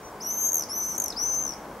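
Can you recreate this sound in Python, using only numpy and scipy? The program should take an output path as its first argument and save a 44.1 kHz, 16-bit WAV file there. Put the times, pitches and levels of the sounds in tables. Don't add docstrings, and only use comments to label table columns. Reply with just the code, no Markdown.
import sys
import numpy as np
from scipy import signal
from scipy.io import wavfile
from scipy.ndimage import uniform_filter1d

SR = 44100
rng = np.random.default_rng(int(sys.argv[2]) if len(sys.argv) > 2 else 0)


def bounce(signal):
    frames = np.transpose(np.atleast_2d(signal))
    limited = np.clip(frames, -1, 1)
    pcm = np.round(limited * 32767).astype(np.int16)
    wavfile.write(sys.argv[1], SR, pcm)


def ratio_of_db(decibels):
    return 10 ** (np.asarray(decibels, float) / 20)


N = 79380

# time in seconds, level in dB.
TRAFFIC_LEVEL = [
    (0.0, -42.5),
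    (1.8, -40.5),
]
# frequency in Hz, density in dB per Hz.
RUMBLE_SPECTRUM = [(15, -44), (25, -20.5), (243, -2.5), (299, -14), (360, 4), (556, -6.5), (806, 0),
                   (858, -1.5), (3500, -30), (4550, -61), (7700, -120)]
# frequency in Hz, density in dB.
HISS_SPECTRUM = [(1760, -34), (3000, -2), (4630, 2.5), (6040, 4), (7890, 0.5), (16000, -2.5)]
# frequency in Hz, side minus mid in dB.
SIDE_LEVEL = [(30, -52), (60, -53), (180, -38), (550, -19), (1650, -8), (4970, -4.5), (15000, -12)]
# frequency in Hz, left minus right in dB.
BALANCE = [(60, 1.5), (125, 0.2), (400, 1.5), (2400, 1.5), (15000, -1)]
# time in seconds, level in dB.
GUSTS = [
    (0, -60.5),
    (.9, -58.5),
    (1.3, -51.5),
    (1.8, -61),
]
# delay in seconds, left level in dB, right level in dB.
WALL_ECHOES = [
    (.0031, -25, -12.5),
    (.0078, -10.5, -20.5),
    (0.0128, -26, -36),
    (.021, -22, -16.5),
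]
# time in seconds, pitch in Hz, level in dB.
FAR_CALLS = [
    [(0, 5900, -89), (.04, 6090, -51), (.1, 5940, -53.5), (.15, 5500, -95)],
    [(0, 5170, -81), (.06, 5380, -56), (.12, 5230, -71), (.16, 4880, -82)],
]
# start in seconds, peak in dB, pitch in Hz, octave partial in dB, length in s.
FIRST_TRILL = [(0.5095, -28, 6500, -8, 0.004), (0.519, -17, 6500, -10, 0.003),
               (0.5308, -17, 6500, -5, 0.004), (0.5425, -14.5, 6460, -6, 0.0055),
               (0.5548, -16, 6400, -4, 0.0055), (0.5677, -19, 6310, -5, 0.0067),
               (0.5804, -19.5, 6220, -7, 0.0067), (0.5945, -20, 6120, -7, 0.0045),
               (0.6076, -23, 6010, -10, 0.0055), (0.622, -22.5, 5850, -9, 0.0035),
               (0.6362, -24, 5560, -12, 0.002)]
SECOND_TRILL = [(0.9615, -27, 5930, -17, 0.003), (.965, -30, 5940, -16, 0.0034),
                (.969, -33, 6300, -16, 0.0018), (0.979, -22, 6405, -7, 0.0093),
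                (0.9996, -16, 6550, -10, 0.0047), (1.0188, -21.5, 6170, -10.5, 0.0076),
                (1.0386, -21.5, 6090, -8, 0.0094), (1.059, -23, 5864, -9.5, 0.0058),
                (1.081, -22.5, 5650, -4, 0.0032), (1.1026, -26, 5100, -19, 0.0056),
                (1.1216, -36.5, 3900, -27, 0.011)]
THIRD_TRILL = [(1.4237, -21, 6260, -16, 0.0056), (1.4358, -24, 6200, -9, 0.007),
               (1.4492, -25, 6110, -13, 0.011), (1.4632, -25.5, 6030, -12, 0.009),
               (1.4773, -24, 5950, -11, 0.0055), (1.491, -24.5, 5880, -13, 0.0061),
               (1.506, -29, 5780, -12, 0.005), (1.5207, -30, 5660, -16, 0.005),
               (1.5364, -31, 5560, -16, 0.003)]
# left minus right in dB, half-step partials in dB, click in dB,
# scoop in Hz per Hz below the top note.
TRILL_VOICE = [
    (1.2, -19, -27, 1.3),
    (3, -16, -15, -.2),
    (7, -19, -34, 1.3),
]
# time in seconds, pitch in Hz.
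SCREAM_PITCH = [
    [(.2, 4500), (.215, 5490), (.229, 6480), (.238, 5630), (.3, 5990), (.33, 6225), (.362, 6120),
     (.39, 6235), (.508, 6332)],
    [(.688, 4820), (.7, 5370), (.73, 5670), (.76, 6036), (.9, 6120), (.945, 5850), (.972, 6420)],
    [(1.16, 4400), (1.172, 5000), (1.19, 5650), (1.225, 5894), (1.27, 6127), (1.33, 6055), (1.421, 6260)],
]
# time in seconds, level in dB, octave partial in dB, flutter depth 0-1.
SCREAM_LEVEL = [
    [(.2, -61, -16, 0.4), (.208, -41.5, -16.5, 0.37), (.254, -33, -15.5, 0.03), (.28, -35, -2.5, 0.15),
     (.304, -29, -12, 0.35), (.34, -33, -4.5, 0.57), (.472, -24.5, -9.5, 0.48), (.5055, -26, -16, 0.57)],
    [(.688, -48.5, -10, 0.06), (.7, -38.5, -1, 0.1), (.73, -33.5, -11, 0.13), (.786, -34.5, -1.5, 0.16),
     (.824, -30, -15, 0.35), (.88, -31, -13.5, 0.6), (.922, -29.5, -13, 0.56), (.93, -36.5, -13, 0.7),
     (.958, -33, -15, 0.9)],
    [(1.16, -45, -27, 0.4), (1.172, -33, -19, 0.3), (1.222, -27.5, -10, 0), (1.304, -26.5, -14.5, 0.23),
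     (1.34, -27, -11, 0.63), (1.4, -28, -12, 0.37), (1.409, -30.5, -11, 0.6), (1.421, -28, -8, .3)],
]
# rate in Hz, half-step partials in dB, rasp in dB, left minus right in dB,
# unsteadiness 0-1, undertone in dB, lead of pitch swing over loudness in radians.
FLUTTER = [
    (250, -22, -28, 2, .65, -30, .6),
    (256, -25, -17, 1.5, .9, -50, 1.1),
    (240, -21, -40, 5.5, .4, -50, .5),
]


def rms_one(x):
    return x / np.sqrt(np.mean(x ** 2) + 1e-20)


def in_time(rows):
    s, *columns = np.transpose(rows)
    return [np.interp(np.arange(N) / SR, s, c) for c in columns]


def at_hz(points, hz):
    table_hz, value = np.transpose(points)
    return np.interp(np.log(hz), np.log(table_hz), value)


def drift(rate_hz):
    r = np.exp(-2 * np.pi * rate_hz / SR)
    noise = rng.standard_normal(N + SR)
    return rms_one(signal.lfilter([1], [1, -2 * r, r * r], noise)[SR:])


def phase_of(hz):
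    return 2 * np.pi * np.cumsum(hz) / SR


def pan(db):
    return ratio_of_db([[db / 2], [-db / 2]])


def band_pass(order, band_hz, x):
    return signal.sosfilt(signal.butter(order, band_hz, "band", fs=SR, output="sos"), x)


def low_pass(order, cut_hz, x):
    return signal.sosfilt(signal.butter(order, cut_hz, fs=SR, output="sos"), x)


def line_whine():
    return ratio_of_db(-71) * np.sin(phase_of(np.full(N, 15625)))


def banded_noise(spectrum, low_hz, count, patchy_db):
    out = 0
    edges = low_hz * 2 ** (np.arange(count + 1) / 2)
    white = rng.standard_normal((2, 2, N + SR // 2))
    for k, (low, high) in enumerate(zip(edges, edges[1:])):
        mid, side = band_pass(2, [low, high], white[k % 2])[:, SR // 2:]
        hz = np.sqrt(low * high)
        both = mid + ratio_of_db(at_hz(SIDE_LEVEL, hz)) * side * [[1], [-1]]
        level = ratio_of_db(at_hz(spectrum, hz) + patchy_db * drift(4.5))
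        out = out + level * pan(at_hz(BALANCE, hz)) * both
    return rms_one(out)


def traffic_rumble():
    return ratio_of_db(in_time(TRAFFIC_LEVEL)[0]) * banded_noise(RUMBLE_SPECTRUM, 25, count=14, patchy_db=.6)


def air_hiss():
    return ratio_of_db(-57) * banded_noise(HISS_SPECTRUM, 3200, count=5, patchy_db=.3)


def wind():
    low = band_pass(2, [30, 63], rng.standard_normal(N + SR))[SR:]
    return ratio_of_db(in_time(GUSTS)[0]) * rms_one(low)


def idling_engine():
    level = ratio_of_db(-70 + 4.1 * drift(1.8))
    return level * np.sin(phase_of(54.8 + 2.35 * drift(1.66)))


def street(x):
    near_t60_s, far_t60_s, far_db = 0.24, 0.7, -19
    t = np.arange(int(SR * .8)) / SR
    decay = ratio_of_db(-60 * t / near_t60_s) + ratio_of_db(far_db - 60 * t / far_t60_s)
    tail = rng.standard_normal((2, len(t))) * decay * np.clip(t / 0.0032, 0, 1)
    response = ratio_of_db(-6.5) * tail / np.sqrt(np.sum(tail ** 2, axis=1, keepdims=True))
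    for s, *db in WALL_ECHOES:
        response[:, int(s * SR)] += ratio_of_db(db)
    wet = signal.fftconvolve(x.mean(axis=0)[None], response, axes=1)[:, :N]
    return low_pass(1, 11000, wet)


def rasp():
    return rms_one(band_pass(3, (6500, 11500), rng.standard_normal(N)))


def whistle(hz, octave_db, half_step_db, blur=0, under_db=-60):
    phase = phase_of(hz)
    octave = ratio_of_db(octave_db) * np.sin(2 * phase + 1 + blur * 0.8)
    three_halves = ratio_of_db(half_step_db) * np.sin(phase * 3 / 2 + blur)
    undertone = ratio_of_db(under_db) * np.sin(phase / 2)
    return np.sqrt(2) * (np.sin(phase) + octave + three_halves + undertone)


def far_swift():
    out = 0
    for rows in FAR_CALLS:
        hz, db = in_time(rows)
        sounding = np.arange(N) < rows[-1][0] * SR
        level = ratio_of_db(db + 3.4 * drift(60))
        out = out + sounding * level * whistle(hz + 50 * drift(170), -54, -32)
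    return np.array([out, np.roll(out, 3)])


def trill(notes, side_db, half_step_db, click_db, scoop):
    attack_s, release_s, scoop_s, puff_s = .0007, .0012, .001, .0032
    sag_hz_per_s, limp_hz = 25000, 6200
    out, t, puff = np.zeros(N), np.arange(SR // 40) / SR, rasp()
    top_hz = max(note[2] for note in notes) + 100
    for s, db, hz, octave_db, length in notes:
        opening = 1 - np.exp(-(t / attack_s) ** 2)
        closing = np.exp(-(np.maximum(t - length / 2, 0) / (length / 2 + release_s)) ** 2 * 4.5)
        scoop_hz = scoop * (top_hz - hz) * np.exp(-t / scoop_s)
        sag_hz = sag_hz_per_s * (limp_hz / hz) ** 3 * (t - length / 2)
        tone = whistle(hz - scoop_hz - sag_hz, octave_db, half_step_db) / np.sqrt(2)
        at = slice(int(s * SR), int(s * SR) + len(t))
        click = ratio_of_db(click_db) * puff[at] * np.exp(-t / puff_s)
        out[at] += ratio_of_db(db) * (opening * closing * tone + click)
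    return pan(side_db) * out


def buzz(pitch, rows, rate_hz, half_step_db, rasp_db, side_db, unsteady, under_db, lead):
    swing_hz, wander_hz, rate_wander, fading_db, half_step_delay_s = 90, 28.8, 0.0493, 1.5, 0.057
    (hz,), (db, octave_db, depth) = in_time(pitch), in_time(rows)
    hz = uniform_filter1d(hz, size=SR // 120)
    t, start, end = np.arange(N) / SR, rows[0][0], rows[-1][0]
    along = np.clip((t - start) / (end - start), 0, 1)
    onset = (t - start) / half_step_delay_s

    flutter = phase_of(rate_hz * (1 + unsteady * rate_wander * (1 + 3 * along ** 4) * drift(34.0)))
    depth = np.clip(depth * (1 + .2 * drift(25)), 0, .9)
    swing = swing_hz * np.clip(onset, .3, 1) * np.sin(flutter + lead)
    wander = unsteady * wander_hz * (drift(63.0) + along * drift(226))

    late_db = -25 * np.clip(1 - onset, 0, 1) ** .5 - 12 * along ** 12
    overtone_db = (0.42 + 2.0 * depth) * np.sin(flutter - .3)
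    octave_db = octave_db + overtone_db + 1.3 * drift(31)
    half_step_db = half_step_db + late_db + 0.33 * overtone_db + 3 * drift(110)
    blur = .9 * np.clip(3 * along, .2, 1) * np.sin(flutter - 1)
    voice = whistle(hz + swing + wander, octave_db, half_step_db, blur, under_db + late_db - 9 * along)

    rasp_level = ratio_of_db(rasp_db + 2.5 * drift(120)) * along ** 2
    voice = voice + rasp_level * (1 + .6 * np.sin(flutter)) * rasp()
    gate = np.clip(np.minimum(t - start, end - t) / 0.0012, 0, 1)
    fading = ratio_of_db(db + fading_db * (unsteady + .3 * along ** 6) * drift(24))
    tremolo = (1 + depth * np.sin(flutter)) / np.sqrt(1 + depth ** 2 / 2)
    return pan(side_db) * gate * fading * tremolo * voice


def scene():
    trills = (FIRST_TRILL, SECOND_TRILL, THIRD_TRILL)
    calls = []
    for pitch, rows, flutter, notes, voice in zip(SCREAM_PITCH, SCREAM_LEVEL, FLUTTER, trills, TRILL_VOICE):
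        calls.append(buzz(pitch, rows, *flutter) + trill(notes, *voice))
    calls.append(far_swift())
    echoes = street(sum(calls))
    calls[2] = low_pass(2, 8600, calls[2])
    ambience = traffic_rumble() + air_hiss() + wind() + idling_engine() + line_whine()
    return sum(calls) + echoes + ambience


def top_cut(x):
    return signal.sosfilt(signal.butter(12, 16780, fs=SR, output="sos"), x)


def record(dry):
    mix = signal.sosfilt(signal.cheby2(20, 50, 16000, fs=SR, output="sos"), dry)
    mix = signal.sosfilt(signal.butter(3, 42, "high", fs=SR, output="sos"), mix)
    return top_cut(mix)


dry = scene()
out = record(dry)
bounce(out)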